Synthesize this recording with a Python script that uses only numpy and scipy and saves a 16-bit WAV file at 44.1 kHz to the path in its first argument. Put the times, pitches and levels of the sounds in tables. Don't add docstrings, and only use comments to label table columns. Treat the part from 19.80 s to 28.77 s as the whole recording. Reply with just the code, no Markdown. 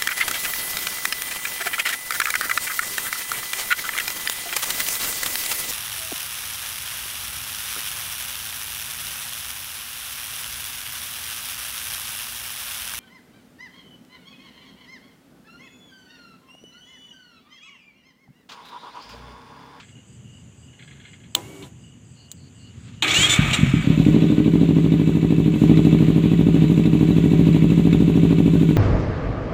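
import sys
import numpy as np
from scipy import signal
from scipy.fft import rfft, irfft, next_fast_len
from scipy.io import wavfile
from scipy.ndimage import uniform_filter1d

SR = 44100
rng = np.random.default_rng(int(sys.argv[2]) if len(sys.argv) > 2 else 0)


def dump_mix(stems):
    frames = np.atleast_2d(stems).T
    limited = np.clip(frames, -1, 1)
    pcm = np.round(limited * 32767).astype(np.int16)
    wavfile.write(sys.argv[1], SR, pcm)


N = 395577
T = np.arange(N) / SR

# freq_hz, density_db_per_hz
NIGHT_SPECTRUM = [(210, -26), (350, 0.5), (629, -7.5), (1130, -11.5), (1240, -12), (2420, -12), (2930, -6),
                  (4030, -22.5), (4790, -18.5), (5270, -31), (6180, -11.5), (7130, -6.5), (8220, -15),
                  (10600, -31), (15500, -36)]
WIND_SPECTRUM = [(15, -63), (25, -37), (49, -28), (73, -8.5), (118, -1), (188, -8), (242, -9.5), (436, -32),
                 (500, -30), (650, -64.5), (1100, -120)]
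# time_s, level_db
WIND_LEVEL = [(0, -47.5), (.5, -47.5), (1.0, -50), (1.6, -45.5), (2.3, -49), (2.6, -47.5), (3.1, -41),
              (3.2, -44), (3.3, -36.5)]
# start_s, level_db
CRUNCHES = [(0.0294, -50), (0.9298, -57), (0.9901, -46.5), (1.0241, -50.5), (1.0755, -50), (1.1089, -50),
            (1.1244, -56), (1.1967, -49), (1.2346, -52), (1.2516, -47), (1.332, -48), (1.3994, -54),
            (1.436, -57)]
# freq_hz, width_hz, relative_db
CRUNCH_BANDS = [(1670, 50, -3), (2120, 79, 2.5), (2500, 49, -3), (2940, 49, -7), (3300, 140, 0),
                (4100, 77, -8)]
# time_s, level_db
RUSTLES = [
    [(0, -42), (.03, -52.5), (.06, -72), (.2, -80)],
    [(2.6, -78), (2.85, -64), (3.0, -61.5), (3.1, -55), (3.16, -59), (3.21, -63)],
]
# freq_hz, density_db_per_hz
PUMP_SPECTRUM = [(180, -28), (300, 0.5), (348, -7), (391, -7), (684, -11.5), (951, -17), (1870, -22),
                 (2200, -18), (2470, -23), (2870, -19), (5190, -30), (6980, -22), (15400, -36)]
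# pitch_hz, rms_db
PUMP_PARTIALS = [(285, -50), (388, -50.5), (1130, -65), (2261, -56), (2850, -62), (4520, -74), (5790, -75),
                 (6790, -69), (7095, -70), (7770, -72), (9050, -77), (11300, -77), (13566, -74),
                 (14115, -76), (14850, -74), (15300, -76)]
# start_s, crack_db, treble_db, t60_s, panel_db
CLICK_EVENTS = [(1.5485, -26, -20, 0.029, -49), (1.5506, -3, -2, 0.013, -41), (1.563, -40, -55, .03, -32),
                (1.825, -37, -60, .09, -52), (1.837, -42, -60, .09, -51), (2.516, -41, -24, 0.026, -69),
                (3.2232, -8.5, -24.5, 0.1, -39), (3.711, -16.5, -29, 0.041, -46),
                (3.732, -11.5, -28, 0.069, -49)]
# freq_hz, density_db_per_hz
CLICK_SPECTRUM = [(470, -68), (800, -7), (1640, -15), (3290, 3), (4160, -1), (4890, -26), (7010, -2),
                  (10600, -21.5), (12700, -20), (15500, -12)]
# pitch_hz, level_db, t60_s
PANEL_MODES = [(348, -3, 0.16), (806, -8, 0.2), (990, -0.5, 0.17), (2860, -8, .05)]
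# freq_hz, density_db_per_hz
STARTER_SPECTRUM = [(180, -32), (300, 1.5), (484, -12), (620, -7.5), (968, -12.5), (1240, -8), (1510, -7),
                    (2250, -2.5), (3630, -5), (4960, -29), (7140, -24.5), (9930, -40.5), (15500, -43)]
# freq_hz, width_hz, level_db
STARTER_RESONANCES = [(1240, 35, 4), (2280, 30, 6.5), (2530, 24, -1), (3180, 99, -34), (3370, 17, -11),
                      (7070, 72, 5.5), (7740, 50, 7), (8560, 95, -1), (9370, 39, -25)]
# time_s, buzz_hz
ARMATURE_SPEED = [(3.235, 331.5), (3.30, 539), (3.35, 681.4), (3.40, 765), (3.46, 825), (3.495, 884),
                  (3.6, 866), (3.735, 945)]
# multiple of the buzz rate, level_db
ARMATURE_OVERTONES = [(2, -6.5), (2.5, -5), (3, -8), (3.5, -7), (4, 6.5), (4.5, -13), (5, -13), (6, 9),
                      (7, 8), (8, 14.5), (9, 15.5), (10, 18.5), (11, 15), (12, -1)]
# start_s, length_s, grind_boost_db, treble_boost_db, whine_db
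GEAR_STRAIN = [(3.219, .02, 1.5, 3, -50), (3.271, 0.049, 1, 7.5, -19), (3.335, .125, -0.5, 10, -18.5),
               (3.487, 0.059, 0.5, 11.5, -19.5), (3.727, 0.016, 6, 10.5, -19)]
# time_s, crank_rpm
IDLE_SPEED = [(4.347, 1565.4), (4.53, 1483.7), (4.71, 1573.7), (5.37, 1550.8), (5.51, 1574.2),
              (5.73, 1501.9), (5.83, 1549.0), (6.45, 1545.1), (6.63, 1597.3), (6.81, 1540.1),
              (7.23, 1545.7), (7.41, 1582.1), (7.87, 1547.3), (7.97, 1581.9), (8.23, 1593.1),
              (8.33, 1565.5), (8.59, 1591.1), (8.97, 1538.7)]
# time_s, strength_db
FIRING_STRENGTH = [(4.3, 1), (4.75, -1), (5.1, -2), (5.68, -2), (5.75, -3.5), (5.82, 1.5), (6.3, -.5),
                   (8.97, -0.5)]
# start_s, strength_db, gas warmth as pitch factor
FIRST_FIRINGS = [(3.384, -5, 0.68), (3.406, -7.5, 0.83), (3.492, -10, 0.68), (3.589, 7, 0.92),
                 (3.617, -16, .9), (3.642, -5, .84), (3.681, -8.5, 0.73), (3.713, -8.5, 0.76),
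                 (3.787, -2, .97), (3.809, -6, 0.99), (3.829, 5.5, 0.8), (3.861, -6, 0.83),
                 (3.937, 4, 0.97), (3.966, -8, 0.75), (3.995, -12, .9), (4.041, -10, 0.91),
                 (4.071, 0.5, 0.97), (4.100, 2, 0.93), (4.175, -1.5, 0.98), (4.197, 2, 0.93),
                 (4.263, 3, 0.99), (4.283, 3, 1)]
# pitch_hz, level_db, t60_s, polarity
PIPE_MODES = [(55.8, -29, 0.43, 1.0), (108, -23.5, 0.11, -1.0), (141.9, -3.5, 0.057, -1.0),
              (157.48, -26.5, 0.84, 1.0), (167.27, -11.5, 0.25, -1.0), (215.7, -22, 0.31, 1.0),
              (227.7, -27.5, 0.56, 1.0), (259, -11, 0.056, 1.0), (274.1, -33.5, 0.68, 1.0),
              (308.5, -16, 0.18, -1.0), (334.4, -18, 0.09, -1.0), (380.6, -22.5, 0.17, -1.0),
              (420.7, -30, 0.29, -1.0), (505.7, -34, 0.12, 1.0), (168.8, -1, 0.045, 1.0)]
# pitch_hz, level_db, t60_s, polarity
UPPER_PIPE_MODES = [(600, -38, 0.12, -1), (748.6, -43.5, 0.17, 1), (952, -37, 0.042, -1)]
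# freq_hz, density_db_per_hz
CLATTER_SPECTRUM = [(290, -40.5), (500, -2.5), (545, 1.5), (586, 0.5), (696, -13), (758, -6.5),
                    (815, -25.5), (954, -10), (1370, -18), (2610, -11.5), (3900, -16), (5130, -34.5),
                    (7130, -25.5), (9240, -38.5), (15500, -36)]
# share of cycle, strength_db
VALVE_TAPS = [(0.019, 12.5), (0.088, -4), (.3, -5), (.55, 5.5), (.8, 11), (.86, 1.5)]
# pitch_hz, level_db, t60_s
CASING_MODES = [(1250, -13.5, 0.064), (1475, -9.5, 0.097), (1955, -22, 0.04), (2278, 4, 0.035),
                (2616, 4.5, 0.039), (2883, -6, .04), (3373, -8, 0.17), (3610, -4, 0.079), (3895, -7, 0.1),
                (5630, -22, 0.048), (7200, -8, 0.035)]
# share of cycle, strength_db
PRESSURE_FRONTS = [(.035, 35), (.27, 42), (.43, 33)]

NIGHT_DB, CRICKET_DB, KATYDID_DB = -58, -59, -60.5
# first_s, period_s, length_s
CRICKET, KATYDID = (.055, .384, .19), (2.35, .215, .135)
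# (from_s, to_s)
GRIT_SPANS, GRIT_PER_S, GRIT_DB = [(.06, .2), (1.0, 1.5)], 18, -61
PUMP_ON_S, PUMP_OFF_S, PUMP_DB, PUMP_STOP_DB_PER_S = 1.56, 1.868, -47.5, 400
SURGE_DB, SURGE_S = 15.5, 0.039
STARTER_ON_S, STARTER_ATTACK_S = 3.221, 0.0082
GRIND_DB, GRIND_HOLD_S, GRIND_FADE_DB_PER_S = -23, 3.59, 24
TREBLE_DB, TREBLE_HOLD_S, TREBLE_FADE_DB_PER_S = -32.5, 3.71, 31
STRAIN_RISE_S, STRAIN_FALL_S, WHINE_DB_PER_OCTAVE = 0.0092, 0.041, 15
COAST_S, COAST_LENGTH_S, COAST_HZ, COAST_SLOWING_S, COAST_DB = 3.8, .42, 5900, 1.01, -58
CRANK_START, SECOND_CYLINDER = .054, .243
IDLE_START_S, IDLE_START_RPM = IDLE_SPEED[0][:2]
CLATTER_DB, CLATTER_FOLLOWS, SETTLE_DB, SETTLE_S = -38.5, 1.26, 18, 0.11
CLATTER_ON_S, LEAK_DB = 4.0, -61.5
FIRST_PUSH_MS, LAST_PUSH_MS = 6.25, 0.92
EARLY_TILT_DB_PER_OCTAVE, MELLOWING_S = 2, 1.14
TOP_HZ = 15550


def undb(db):
    return 10 ** (np.asarray(db) / 20)


def unit(x):
    return x / np.sqrt(np.mean(x ** 2))


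def curve(table, column=1):
    return np.interp(T, np.array(table)[:, 0], np.array(table)[:, column])


def gain(table, column=1):
    return undb(curve(table, column)) * (T >= table[0][0]) * (T <= table[-1][0])


def span(start, length, rise, fall):
    return np.clip(np.minimum((T - start) / rise, 1 + (start + length - T) / fall), 0, 1)


def walk(rate):
    hold = int(SR / rate)
    steps = np.repeat(rng.standard_normal(N // hold + 1), hold)
    return unit(uniform_filter1d(steps, hold)[:N])


def colour(hz, spectrum, rings=()):
    points = np.array(spectrum)
    shape = undb(np.interp(np.log(hz), np.log(points[:, 0]), points[:, 1]))
    return shape * (1 + sum(undb(db) / (1 + ((hz - f) / w) ** 2) for f, w, db in rings))


def noise(spectrum, rings=()):
    size = next_fast_len(N)
    hz = np.arange(size // 2 + 1) * SR / size + 1
    shaped = rfft(rng.standard_normal(size)) * colour(hz, spectrum, rings)
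    return unit(irfft(shaped)[:N])


def band(x, lo_hz, hi_hz):
    edges = [lo_hz, min(hi_hz, SR / 2.2)]
    return signal.sosfilt(signal.butter(3, edges, "band", fs=SR, output="sos"), x)


def ring(modes, seconds, pitch=1.):
    t = np.arange(int(seconds * SR)) / SR
    out = np.zeros(len(t))
    for mode in modes:
        hz, db, t60 = mode[:3]
        decay = np.exp(-np.log(1000) * t / t60)
        out += np.sign(mode[-1]) * undb(db) * decay * np.sin(2 * np.pi * pitch * hz * t)
    return out


def add(out, s, x):
    i = int(s * SR)
    out[i:i + len(x)] += x[:N - i]


def insect(hz, width_hz, strokes, depth):
    turns = np.cumsum(strokes * (1 + 0.12 * walk(6.2))) / SR
    chop = 1 - np.clip(depth, 0, 1) * np.cos(np.pi * turns) ** 2
    return unit(band(rng.standard_normal(N), hz - width_hz / 2, hz + width_hz / 2) * chop)


def chirps(song, db, count):
    first, period, length = song
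    out = np.zeros(N)
    for k, chance in enumerate(rng.standard_normal(count)):
        progress = np.clip((T - first - k * period) / length, 0, 1)
        out += undb(db + 0.79 * chance) * np.sqrt(np.sin(np.pi * progress) + 1e-12)
    return out


def night():
    air = undb(NIGHT_DB + 0.55 * walk(5.68)) * noise(NIGHT_SPECTRUM)
    cricket = insect(2886.0, 160.0, 65., 0.36) * chirps(CRICKET, CRICKET_DB, count=9)
    katydid = insect(4450.0, 540.0, 150., 0.37) * chirps(KATYDID, KATYDID_DB, count=3)
    throb = np.clip(np.sin(2 * np.pi * (4.05 * T - .07)) + 0.37, 0, 1)
    high_band = undb(-63) * insect(7840.0, 700., 180., .5)
    low_band = undb(-72.5) * insect(4800.0, 260., 180., .5)
    wind = noise(WIND_SPECTRUM) * undb(curve(WIND_LEVEL) + 2.0 * walk(20))
    return air + cricket + katydid + throb * (high_band + low_band) + wind


def handling():
    out, t = np.zeros(N), T[:SR // 16]
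    spectrum = [(900, -34), (1400, -8), (4200, -14.5), (4900, -45)]  # (Hz, dB per Hz)
    rings = [(hz, width, db + 13) for hz, width, db in CRUNCH_BANDS]
    grit = noise(spectrum, rings) * undb(1.9 * walk(300))
    faint = []
    for start, end in GRIT_SPANS:
        for place, strength in rng.random((round(GRIT_PER_S * (end - start)), 2)):
            faint.append((start + (end - start) * place, GRIT_DB + 8.0 * (strength - .5)))
    envelope = np.exp(-t / 0.024) * np.minimum(t / 0.0016, 1)
    for s, db in CRUNCHES + faint:
        add(out, s, undb(db) * grit[int(s * SR):][:len(t)] * envelope)
    cloth = unit(band(rng.standard_normal(N), 1000, 4000)) * undb(1.5 * walk(60))
    return out + cloth * sum(gain(part) for part in RUSTLES)


def pump():
    on = np.interp(T, [1.57, 1.65, 1.83, 1.86], [0, 1, 1, 0])
    speed = np.interp(T, [1.56, 1.62, 1.68], [.9, .93, 1]) + .0015 * walk(59)
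    turn = np.cumsum(speed) / SR
    tones = sum(undb(db + 2.0 * walk(22.34)) * np.sin(2 * np.pi * hz * turn) for hz, db in PUMP_PARTIALS)
    since = np.maximum(T - PUMP_ON_S, 0)
    hiss_db = PUMP_DB + SURGE_DB * np.exp(-since / SURGE_S)
    hiss_db = hiss_db - PUMP_STOP_DB_PER_S * np.maximum(T - PUMP_OFF_S, 0)
    hiss = np.clip(since / .004, 0, 1) * undb(hiss_db) * noise(PUMP_SPECTRUM)
    return hiss + np.sqrt(2) * on * tones


def switches():
    out, t = np.zeros(N), T[:SR // 4]
    crack = noise(CLICK_SPECTRUM)
    low, high = unit(band(crack, 700, 4900)), unit(band(crack, 4900, 19000))
    for s, db, treble_db, t60, panel_db in CLICK_EVENTS:
        i = slice(int(s * SR), int(s * SR) + len(t))
        mix = (undb(db) * low[i] + undb(treble_db) * high[i]) / 2
        add(out, s, mix * np.exp(-np.log(1000) * t / t60))
        add(out, s, undb(panel_db) * ring(PANEL_MODES, .25))
    return out


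def grinding(strain):
    raw = noise(STARTER_SPECTRUM, STARTER_RESONANCES) * undb(0.97 * walk(250))
    low, high = unit(band(raw, 250, 6600)), unit(band(raw, 4900, 21000))
    boosts = np.array(GEAR_STRAIN)
    low_db = GRIND_DB - GRIND_FADE_DB_PER_S * np.maximum(T - GRIND_HOLD_S, 0) + boosts[:, 2] @ strain
    high_db = TREBLE_DB - TREBLE_FADE_DB_PER_S * np.maximum(T - TREBLE_HOLD_S, 0) + boosts[:, 3] @ strain
    on = np.clip((T - STARTER_ON_S) / STARTER_ATTACK_S, 0, 1) * np.clip((4.3 - T) / 0.27, 0, 1)
    return on * (low * undb(low_db) + high * undb(high_db))


def armature(strain):
    hz = curve(ARMATURE_SPEED) * (1 + 0.0061 * walk(150))
    turn = 2 * np.pi * np.cumsum(hz) / SR
    whine = np.zeros(N)
    for k, db in ARMATURE_OVERTONES:
        casing = colour(k * hz, STARTER_SPECTRUM, STARTER_RESONANCES)
        whine += undb(db + 2.5 * walk(50)) * casing * np.sin(k * turn)
    strained = undb(np.array(GEAR_STRAIN)[:, 4]) @ strain ** 3
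    return whine * strained * undb(WHINE_DB_PER_OCTAVE * np.log2(hz / ARMATURE_SPEED[-1][1]))


def coasting():
    slowing = np.exp(-np.maximum(T - COAST_S, 0) / COAST_SLOWING_S)
    hz = COAST_HZ * slowing + 35 * walk(150)
    tone = np.sin(2 * np.pi * np.cumsum(hz) / SR) * undb(COAST_DB + 3.5 * walk(45))
    return tone * span(COAST_S, COAST_LENGTH_S, 0.031, 0.048)


def starter():
    strain = np.array([span(row[0], row[1], STRAIN_RISE_S, STRAIN_FALL_S) for row in GEAR_STRAIN])
    return grinding(strain) + armature(strain) + coasting()


def crank():
    turned = np.cumsum(curve(IDLE_SPEED) * (T >= IDLE_START_S)) / 120 / SR
    before = (T < IDLE_START_S) * (IDLE_START_S - T) * IDLE_START_RPM / 120
    return CRANK_START + turned - before


def valve_taps(cycles):
    hits = np.zeros(N)
    for share, db in VALVE_TAPS:
        chance = rng.standard_normal((100, 2)).T
        when = np.interp(np.arange(-10, 90) + share + .012 * chance[0], cycles, T)
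        hits[(when * SR).astype(int).clip(0, N - 1)] = undb(db + 3.1 * chance[1])
    scrape = signal.fftconvolve(hits, np.exp(-np.arange(400) / 104.0))[:N] * rng.standard_normal(N)
    return undb(-32) * signal.fftconvolve(scrape, ring(CASING_MODES, .1))[:N]


def pressure_fronts(cycles):
    fronts = np.zeros(N)
    for share, db in PRESSURE_FRONTS:
        when = np.interp(np.arange(90) + share, cycles, T)
        fronts[(when * SR).astype(int)] = undb(db + 2.0 * rng.standard_normal(90))
    return band(fronts, 574, 1123)


def clatter_level():
    since = np.maximum(T - CLATTER_ON_S, 0)
    level_db = CLATTER_DB + CLATTER_FOLLOWS * curve(FIRING_STRENGTH) + SETTLE_DB * np.exp(-since / SETTLE_S)
    return undb(level_db) * np.clip(since / 0.27, 0, 1)


def clatter(cycles):
    whir = noise(CLATTER_SPECTRUM)
    breath = np.cos(2 * np.pi * (cycles % 1 - .22))
    gears = band(whir, 587, 5300) * undb(1.87 * breath + 1.09 * walk(25) + 1.5)
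    gas = band(whir, 5050, 19000) * undb(1.1 * breath + 1.1 * walk(17) + 2.0)
    out = gears + gas
    for hz, _, _ in CASING_MODES:
        out = out + undb(-13.0 + 7.5 * walk(45)) * band(whir, hz - 90, hz + 90)
    out = out + valve_taps(cycles) + pressure_fronts(cycles)
    leak = undb(LEAK_DB + 6.2 * breath) * unit(band(rng.standard_normal(N), 8000, 17500))
    return out * clatter_level() + leak * np.clip((T - CLATTER_ON_S) / 2.1, 0, 1)


def catching():
    out = np.zeros(N)
    ends_s = [FIRST_FIRINGS[0][0], FIRST_FIRINGS[-1][0]]
    for s, db, warmth in FIRST_FIRINGS:
        push_ms = np.interp(s, ends_s, [FIRST_PUSH_MS, LAST_PUSH_MS])
        push = np.hanning(int(push_ms * SR / 1000) + 3)
        note = signal.fftconvolve(ring(PIPE_MODES, .5, warmth), push / push.sum())
        add(out, s - push_ms / 2000, undb(db) * note)
    return out


def idling(cycles):
    count = int(cycles[-1]) + 1
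    firings = (np.arange(count)[:, None] + [0, SECOND_CYLINDER]).ravel()
    when = np.interp(firings, cycles, T)
    chance = rng.standard_normal((2 * count, 2)).T
    at = np.clip(((when + .0001 * chance[0]) * SR).astype(int), 0, N - 1)
    pulses = np.zeros(N)
    pulses[at] = undb(curve(FIRING_STRENGTH)[at] + 0.6 * chance[1])
    tail = signal.fftconvolve(pulses, np.exp(-np.arange(2000) / 1040.0))[:N]
    blow = pulses + undb(-42) * tail * rng.standard_normal(N)
    early = np.exp(-np.maximum(T - IDLE_START_S, 0) / MELLOWING_S)
    bright = [(hz, db + EARLY_TILT_DB_PER_OCTAVE * np.log2(hz / 230), t60, sign)
              for hz, db, t60, sign in PIPE_MODES]
    out = np.zeros(N)
    for share, modes in ((early, bright), (1 - early, PIPE_MODES)):
        out += signal.fftconvolve(share * blow, ring(modes + UPPER_PIPE_MODES, 0.51))[:N]
    return out


def exhaust(cycles):
    return idling(cycles) + catching()


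def scene():
    cycles = crank()
    surroundings = night() + handling()
    electrics = pump() + switches() + starter()
    return (surroundings + electrics + clatter(cycles) + exhaust(cycles))[None]


def record(dry):
    rounded = np.tanh(0.78 * dry) / 0.72
    return signal.sosfilt(signal.ellip(14, .2, 80, TOP_HZ, fs=SR, output="sos"), rounded)


dry = scene()
out = record(dry)
dump_mix(out)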